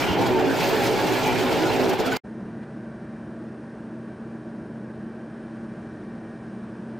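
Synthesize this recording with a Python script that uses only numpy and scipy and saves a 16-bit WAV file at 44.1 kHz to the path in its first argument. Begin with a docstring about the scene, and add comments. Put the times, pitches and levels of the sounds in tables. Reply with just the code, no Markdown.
"""First a crawler bulldozer grinds over a car: its diesel roars, its tracks scrape over gravel and sheet
metal crunches in bursts, hardest near 2 s, with a drone, brief moans, squeals and screeches. At 2.17 s it
cuts off; a faint blip and a short silence follow. From 2.23 s a distant tipper lorry runs at fast idle,
duller and in mono: a steady engine rumble, the hum of its shaft, fan and gears, and the whine of its
hydraulic pump. It rattles once at 2.6 s, and its treble grows a little near 5.4 s."""
import sys
import numpy as np
from scipy import signal
from scipy.fft import rfft, irfft, next_fast_len
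from scipy.io import wavfile
from scipy.ndimage import uniform_filter1d

SR = 44100
rng = np.random.default_rng(int(sys.argv[2]) if len(sys.argv) > 2 else 0)


def output_pcm(signal):
    """Save a mono or channel-first signal as 16-bit PCM at the path in sys.argv[1].

    Samples are clipped to [-1, 1] before scaling.
    """
    pcm = np.clip(np.atleast_2d(signal).T, -1, 1) * 32767
    wavfile.write(sys.argv[1], SR, np.round(pcm).astype(np.int16))


N = 308259
CUT_S, LORRY_IN_S = 2.173, 2.234
GRIT_FROM_HZ, HISS_FROM_HZ = 3770, 5400


def undb(db):
    return 10 ** (np.asarray(db) / 20)


def level(x, db):
    return x * undb(db) / np.sqrt(np.mean(x ** 2))


def at(table, hz):
    """Read a table between its rows, along a pitch scale."""
    return np.interp(np.log(hz), np.log(np.array(table)[:, 0]), np.array(table)[:, 1])


def above(hz, edge_hz):
    return 1 / (1 + (edge_hz / hz) ** 6)


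def swell(t, middle_s, ms):
    return np.exp(-.7 * ((t - middle_s) * 2000 / ms) ** 2)


def walk(n, rate):
    """A smooth random wobble of size about 1, with `rate` steps a second."""
    hold = int(SR / rate)
    steps = np.repeat(rng.standard_normal(n // hold + 1), hold)
    return 1.4 * uniform_filter1d(uniform_filter1d(steps, hold), hold)[:n]


def rough(shape, depth_db, rate):
    """Noise whose level jumps about quickly, like many small scrapes."""
    return rng.standard_normal(shape) * undb(depth_db * walk(shape[-1], rate))


def bands(source, gain_db, flicker_db, flicker_rate):
    """Colour a noise and let each half octave flicker, partly with its neighbour."""
    n = source.shape[-1]
    hz = np.maximum(np.fft.rfftfreq(n, 1 / SR), 1)
    spectrum = rfft(source) * undb(gain_db(hz))
    out, last = 0, walk(n, flicker_rate)
    for octave in np.arange(4, 14.6, .5):
        share = np.cos(np.pi * np.clip(np.log2(hz) - octave, -.5, .5)) ** 2
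        new = walk(n, flicker_rate)
        out += irfft(spectrum * share, n) * undb(flicker_db * (new + last) / np.sqrt(2))
        last = new
    return out


def tone(t, hz, db, waver_db, drift):
    """One pitch whose level and phase wander slowly."""
    size = np.sqrt(2) * undb(db + waver_db * walk(len(t), 3.98))
    return size * np.sin(2 * np.pi * hz * t + drift * walk(len(t), 2.96))


def squeaks(n, per_s, lo_hz, hi_hz, ms, scatter_db):
    """Short notes at random moments and pitches."""
    age = np.arange(int(ms * SR / 1000))
    out = np.zeros(n + len(age))
    for when, pitch, size, length in rng.random((int(per_s * n / SR), 4)):
        hz = lo_hz * (hi_hz / lo_hz) ** pitch
        shape = np.sin(np.pi * np.minimum(age / len(age) / (0.53 + 0.69 * length), 1)) ** 2
        ring = shape * np.sin(2 * np.pi * hz * age / SR)
        out[int(when * n):][:len(age)] += undb(scatter_db * size) * ring
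    return level(out[:n], 0)


# How wide the bulldozer sounds, side against middle: f/Hz, level/dB
WIDTH = [(60, 1), (110, -1), (200, -4), (380, -10), (700, -12), (1290, -8), (2380, -10), (4400, -9),
         (8120, -10), (15000, -12)]
def stereo(noises, colour, weight=lambda hz: 1, **flicker):
    """Colour two noises: one is the middle, the other the left-right difference."""
    def gain_db(hz):
        mid_db = at(colour, hz) + 20 * np.log10(weight(hz) + 1e-9)
        return np.array([mid_db, mid_db + at(WIDTH, hz)])
    mid, side = bands(noises, gain_db, **flicker)
    return np.array([mid + side, mid - side]) / np.sqrt(np.mean(mid ** 2))


# The diesel's tone colour: f/Hz, relative level/dB
ROAR_COLOUR = [(8.8, -56), (15, -20), (66, -23), (119, -7), (213, -8), (251, -2), (345, -3.5), (372, -3.5),
               (440, -3), (474, -8), (846, -5.5), (1300, -27.5), (1690, -76.5), (2860, -120)]
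def diesel_roar(n, roar_db, crunch_db):
    """Deep engine noise that swells a little with each crunch."""
    roar = stereo(rough((2, n), 0.47, 59.7), ROAR_COLOUR, flicker_db=0.9, flicker_rate=12.3)
    return roar * undb(roar_db + 0.29 * crunch_db)


# The drone's pitches: multiple of the base pitch, level/dB against the roar
DRONE_TONES = [(11, -17.5), (13, -15), (15, -15), (17, -18), (19, -22.5)]
def drone(t, roar_db, base_hz=29.25):
    """A drone on five steady pitches, about 320-555 Hz, whose level follows the roar."""
    return sum(tone(t, k * base_hz, roar_db + db, waver_db=3, drift=3) for k, db in DRONE_TONES)


# The tone colour of tracks and gravel: f/Hz, relative level/dB
TRACK_COLOUR = [(590, -17), (1000, -4.5), (1230, -9), (1410, -5), (1840, -9), (2310, -6.5), (5700, -17),
                (8320, -17.5), (9550, -22), (13500, -21), (15400, -18)]
# How hard the tracks scrape: t/s, level/dB (scaled for each layer)
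SCRAPE_FORCE = [(0, 2.5), (.05, -1), (.15, -4), (.3, -2.5), (.45, -6), (.56, -1.5), (.63, 2), (.75, -0.5),
                (.86, 2), (.95, -1.5), (1.15, 1), (1.3, -1), (1.5, -1.5), (1.75, -1.5), (1.88, -3),
                (1.96, -7.5), (2.17, -7)]
def tracks(t, crunch_db, tinkle_db=-7):
    """Tracks scrape over the car, with squeaks and tinkles of metal and glass."""
    n = len(t)
    grind = stereo(rough((2, n), 0.94, 150), TRACK_COLOUR, lambda hz: 1 - above(hz, GRIT_FROM_HZ),
                   flicker_db=1.32, flicker_rate=20)
    grind += undb(-7) * squeaks(n, 240, 1300, 3500, ms=32, scatter_db=9)
    scrape = rough((2, n), 1.0, 90)
    hiss_band = lambda hz: above(hz, HISS_FROM_HZ)
    grit_band = lambda hz: above(hz, GRIT_FROM_HZ) * (1 - hiss_band(hz))
    grit = stereo(scrape, TRACK_COLOUR, grit_band, flicker_db=1.0, flicker_rate=55)
    hiss = stereo(scrape, TRACK_COLOUR, hiss_band, flicker_db=1.4, flicker_rate=45)
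    grit += undb(tinkle_db) * squeaks(n, 260, 3200, 7500, ms=14, scatter_db=14)
    hiss += undb(tinkle_db) * squeaks(n, 600, 11000, 15300, ms=7, scatter_db=10)
    scrape_db = np.interp(t, *np.transpose(SCRAPE_FORCE))
    # the brighter the layer, the more it follows scrapes and crunches
    return (grind * undb(-31.5 + 0.42 * scrape_db + 0.15 * crunch_db)
            + grit * undb(-39 + 1.3 * scrape_db + 0.82 * crunch_db)
            + hiss * undb(-43.5 + 1.66 * scrape_db + crunch_db))


# The loudest moans and squeals: middle t/s, f/Hz, level/dB, length/ms
BRIEF_TONES = [(0.02, 5220, -41, 22), (0.025, 2350, -38, 45), (0.045, 3150, -41, 26),
               (0.085, 2783, -37, 49), (0.2, 330, -27.5, 65), (0.265, 1465, -35.5, 27),
               (0.51, 1560, -38, 41), (1.0, 1650, -36, 46), (1.18, 1700, -36, 50), (0.111, 182.5, -24, 25),
               (0.17, 323, -35, 63), (0.362, 901, -28.5, 51), (0.414, 764, -22.5, 13),
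               (0.385, 370.6, -25.5, 140), (0.8, 375, -30, 62), (1.19, 321, -32, 80), (1.35, 365, -29, 95),
               (1.64, 379, -31, 90), (2.0, 375, -29, 31), (0.486, 272, -28, 86), (0.738, 441, -22.5, 57),
               (0.826, 807, -29, 57), (0.903, 435, -25, 75), (1.122, 393, -28, 54), (1.182, 4150, -40, 30),
               (1.28, 864, -28, 48), (1.282, 254.2, -33.5, 370), (1.3, 2353, -35, 47),
               (1.554, 447, -26, 54), (1.634, 322.6, -26, 72), (1.659, 1463, -34, 57),
               (1.695, 4100, -36, 15), (1.878, 384, -25, 156), (2.085, 1400, -35, 25),
               (2.128, 1500, -26.5, 15), (2.166, 4870, -37, 13)]
def moans_and_squeals(t, roar_db):
    """Short low moans and high squeals, each on one pitch, with fainter ones at random."""
    small = undb(roar_db - 11) * squeaks(len(t), 30, 240, 950, ms=120, scatter_db=5)
    return small + sum(swell(t, s, ms) * tone(t, hz, db, waver_db=-0.5, drift=1.91)
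                       for s, hz, db, ms in BRIEF_TONES)


# Metallic screeches: middle t/s, f/Hz, width/Hz, level/dB, length/ms
METAL_SCREECHES = [(.03, 2340, 450, -34, 80), (.04, 1400, 500, -37.5, 110), (.11, 3000, 600, -35, 120),
                   (.53, 1580, 300, -35, 88), (1.315, 2400, 350, -34.5, 170), (1.27, 3000, 500, -37, 66),
                   (1.73, 2600, 900, -34, 70), (0.63, 2300, 900, -36, 60), (0.805, 1670, 390, -36, 64),
                   (2.07, 2600, 700, -43, 98)]
def screeches(t):
    """Rough metallic screeches: short swells of noise, each around one pitch."""
    out = 0
    for s, hz, width_hz, db, ms in METAL_SCREECHES:
        band = 1 / (1 + (2 * (np.fft.rfftfreq(len(t), 1 / SR) - hz) / width_hz) ** 2)
        mid, side = irfft(rfft(rng.standard_normal((2, len(t)))) * band, len(t))
        side *= undb(at(WIDTH, hz))
        out += level(np.array([mid + side, mid - side]), db) * swell(t, s, ms)
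    return out


def thud(t, start_s=.1, hz=80, db=-23, fade_s=.14):
    """The frame lurches: one low note that dies quickly."""
    age = np.maximum(t - start_s, 0)
    return undb(db - 60 * age / fade_s) * np.sin(2 * np.pi * hz * age)


# The car body giving way: t/s, level/dB (scaled for each layer), length/ms
CRUNCH_BURSTS = [(.217, 6.5, 16), (.268, 5, 27), (.396, 6, 17), (.449, 5, 20), (.502, 4.5, 17),
                 (.605, 3, 10), (.634, 1, 14), (.674, 2, 7), (.692, 5, 12), (.866, 1, 27), (.993, 2.5, 19),
                 (1.08, 2, 27), (1.171, -2, 22), (1.21, 0, 11), (1.273, 4.5, 33), (1.355, 1.5, 12),
                 (1.398, 4.5, 28), (1.527, 2.5, 32), (1.667, 2.5, 38), (1.694, -1, 9), (1.743, 2.5, 33),
                 (1.819, 4.5, 52), (1.897, 12, 19), (1.935, 12, 19), (2.001, 13.5, 40), (2.066, 13.5, 31),
                 (2.128, 12.5, 43), (2.168, 14.5, 12)]
def crunches(t, rise_share=0.36):
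    """The boost in dB as metal crumples under the track: quick up, slower down."""
    boost_db = 0
    for s, db, ms in CRUNCH_BURSTS:
        away = np.abs(t - s) * 1000 / ms
        fall = np.where(t < s, (away / rise_share) ** 2, (away / (1 - rise_share)) ** 1.4)
        boost_db += db * np.exp(-fall)
    return boost_db


# The roar builds, holds and eases off: t/s, level/dB
ROAR_LOUDNESS = [(0, -25.5), (.14, -27), (.21, -22.5), (.45, -24), (1.1, -25), (1.94, -24.5), (1.982, -34),
                 (2.0, -26.5), (2.04, -28.5), (2.07, -26.5), (2.17, -31)]
# The machine's noise, heard again a moment later: delay/ms, gain
QUICK_REPEATS = [(16.0, 0.32), (18.2, 0.21)]
# Left against right: f/Hz, level/dB
BALANCE = [(60, 1.0), (110, 0.5), (200, -0.5), (380, -2.5), (700, -1.0), (1290, -1.0), (2380, -1.0),
           (4400, -1.0), (8120, 0.5), (15000, 0.0)]
def bulldozer(tail_s=.032):
    """Noises with two duller repeats, and tones on top, all cut off to a faint tail."""
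    n = next_fast_len(int((CUT_S + tail_s) * SR) + 1, real=True)
    t = np.arange(n) / SR
    hz = np.maximum(np.fft.rfftfreq(n, 1 / SR), 1)
    crunch_db = crunches(t)
    roar_db = np.interp(t, *np.transpose(ROAR_LOUDNESS))
    noises = diesel_roar(n, roar_db, crunch_db) + tracks(t, crunch_db) + screeches(t)
    tones = moans_and_squeals(t, roar_db) + drone(t, roar_db) + thud(t)
    repeats = sum(gain * np.exp(-2j * np.pi * hz * ms / 1000) for ms, gain in QUICK_REPEATS)
    repeats *= above(hz, 36) / (1 + (hz / 1100) ** 2) ** 0.25
    left_right = np.array([[1], [-1]])
    wide = 1 + 1j * left_right * undb(at(WIDTH, hz) - 4)  # tones reach the two sides out of step
    pan = undb(left_right * at(BALANCE, hz) / 2)
    machine = irfft((rfft(noises) * (1 + repeats) + rfft(tones) * wide) * pan, n)
    cut = np.clip((CUT_S - t) / .0024, 0, 1)
    tail = undb(-16 - 60 * np.maximum(t - CUT_S, 0) / .07) * np.clip((CUT_S + tail_s - t) / .006, 0, 1)
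    return np.pad(machine * np.maximum(cut, tail), ((0, 0), (0, N - n)))


def blip(hz=2100, db=-45, fade_s=.1, length_s=.028):
    """A faint, very brief tone sounds just after the cut."""
    age = np.clip(np.arange(N) / SR - CUT_S, 0, 1)
    ending = np.clip((length_s - age) / .006, 0, 1)
    return undb(db - 60 * age / fade_s) * np.sin(2 * np.pi * hz * age) * ending


# The lorry engine's tone colour: f/Hz, relative level/dB
RUMBLE_COLOUR = [(15, -44.5), (25, -33.5), (59, -16.5), (224, -3.5), (274, -10), (335, -6.5), (514, -15.5),
                 (629, -17.5), (851, -21), (1310, -24.5), (1560, -19.5), (2160, -35.5), (7420, -50.5),
                 (9550, -47.5), (10300, -56.5), (13400, -95), (22000, -120)]
# Where its casing rings: f/Hz, width/Hz, boost/dB
CASING_RINGS = [(158, 18, 0.5), (196.5, 19.5, 6), (313, 69, 6), (470, 32, 2), (640, 110, 4.5),
                (2530, 760, 2.5), (3400, 1200, -1.5), (5400, 620, 2.5), (7350, 500, -2.5), (9960, 500, 0),
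                (1550, 360, 0)]
# The deepest bass rises and falls: t/s, boost/dB
BASS_SWAY = [(2.3, 2), (3.2, 2.5), (3.5, -4), (4.5, 0.5), (5.5, -1.5), (5.9, 1), (6.95, -1)]
def rumble(t):
    """Engine noise through the ringing casing; the bass sways and the treble steps up once."""
    def colour(hz):
        rings_db = sum(db / (1 + (2 * (hz - f) / width) ** 2) for f, width, db in CASING_RINGS)
        return at(RUMBLE_COLOUR, hz) + rings_db
    engine = level(bands(rough(t.shape, 0.18, 40), colour, flicker_db=0.12, flicker_rate=6.05), -38.5)
    bass = signal.sosfiltfilt(signal.butter(2, 100, fs=SR, output="sos"), engine)
    treble = signal.sosfiltfilt(signal.butter(2, 2000, "high", fs=SR, output="sos"), engine)
    bass_db = np.interp(t, *np.transpose(BASS_SWAY))
    treble_db = 1.2 * np.clip((t - 5.35) / .3, -.5, .5)
    return undb(bass_db) * bass + (engine - bass - treble) + undb(treble_db) * treble


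# The shaft's pitches: multiple of its turning rate, level/dB
SHAFT_TONES = [(4, -49.5), (5, -53), (14, -60.5), (18, -60), (20, -60.5), (24, -72), (25, -65.5),
               (29, -66.5), (31, -68), (32, -65), (37, -72)]
def shaft(t, turns_per_s=31.48):
    """The spinning shaft hums at whole multiples of its rate."""
    return sum(tone(t, k * turns_per_s, db, waver_db=1.5, drift=2.5) for k, db in SHAFT_TONES)


# The gears' pitches: f/Hz, level/dB
GEAR_TONES = [(197.8, -54), (588.1, -61), (1126.5, -66.5), (1690.4, -70), (1812.8, -74), (1845.1, -71.5),
              (1968, -75)]
# Swells of the lowest one: middle t/s, boost/dB, half length/s
GEAR_SWELLS = [(2.45, 7, 0.07), (2.68, 5, .05), (3.2, 7, .06), (4.826, 14, 0.046)]
def gears(t):
    """The gears sing on wavering tones; the lowest swells now and then."""
    swell_db = sum(db * np.exp(-((t - s) / half_s) ** 2) for s, db, half_s in GEAR_SWELLS)
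    return sum(tone(t, hz, db + swell_db * (i == 0), waver_db=3.5, drift=3.2)
               for i, (hz, db) in enumerate(GEAR_TONES))


def fan(t):
    """The fan holds one almost steady note."""
    return tone(t, hz=226.5, db=-40, waver_db=-0.14, drift=0.3)


# The whine at 1 to 5 times the pump's pitch: relative level/dB
PUMP_TONES = [5.5, 4.5, -1, -8.5, -14.5]
# Dips in the whine: middle t/s, depth/dB, half length/s
PUMP_DIPS = [(2.3, 5, .06), (3.7, 7, 0.36), (4.82, 3, 0.15), (5.27, 1, .1), (6.78, 10, 0.076)]
def pump(t):
    """Two sections of the hydraulic pump whine slightly apart, so their sound pulses."""
    dip_db = sum(db * np.exp(-((t - s) / half_s) ** 4) for s, db, half_s in PUMP_DIPS)
    return sum(tone(t, k * hz, section_db + db - dip_db, waver_db=2, drift=1.34)
               for hz, section_db in ((777.1, -71.5), (779.3, -76.5))
               for k, db in enumerate(PUMP_TONES, 1))


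def rattle(t, middle_s=2.633):
    """One brief, bright rattle of noise."""
    burst = undb(-45.5) * np.exp(-np.abs(t - middle_s) / .0083) * rng.standard_normal(len(t))
    return signal.sosfilt(signal.butter(2, [2000, 3600], "band", fs=SR, output="sos"), burst)


def lorry(top_hz=9950, fade_in_s=.013):
    """The distant idling lorry, with its highest treble cut away."""
    start = int(LORRY_IN_S * SR)
    age = np.arange(next_fast_len(N - start, real=True)) / SR
    t = LORRY_IN_S + age
    out = rumble(t) + shaft(t) + gears(t) + fan(t) + pump(t) + rattle(t)
    out = signal.sosfilt(signal.ellip(10, .2, 60, top_hz, fs=SR, output="sos"), out)
    out *= np.clip(age / fade_in_s, 0, 1) ** 2
    return np.pad(out, (start, 0))[:N]


def scene():
    """The two places, one after the other."""
    return bulldozer() + blip() + lorry()


def record(dry, top_hz=15550):
    """Round off the loudest peaks and cut the very highest treble."""
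    rounded = np.tanh(1.5 * dry) / 1.5
    return signal.sosfilt(signal.ellip(12, .2, 80, top_hz, fs=SR, output="sos"), rounded)


dry = scene()
out = record(dry)
output_pcm(out)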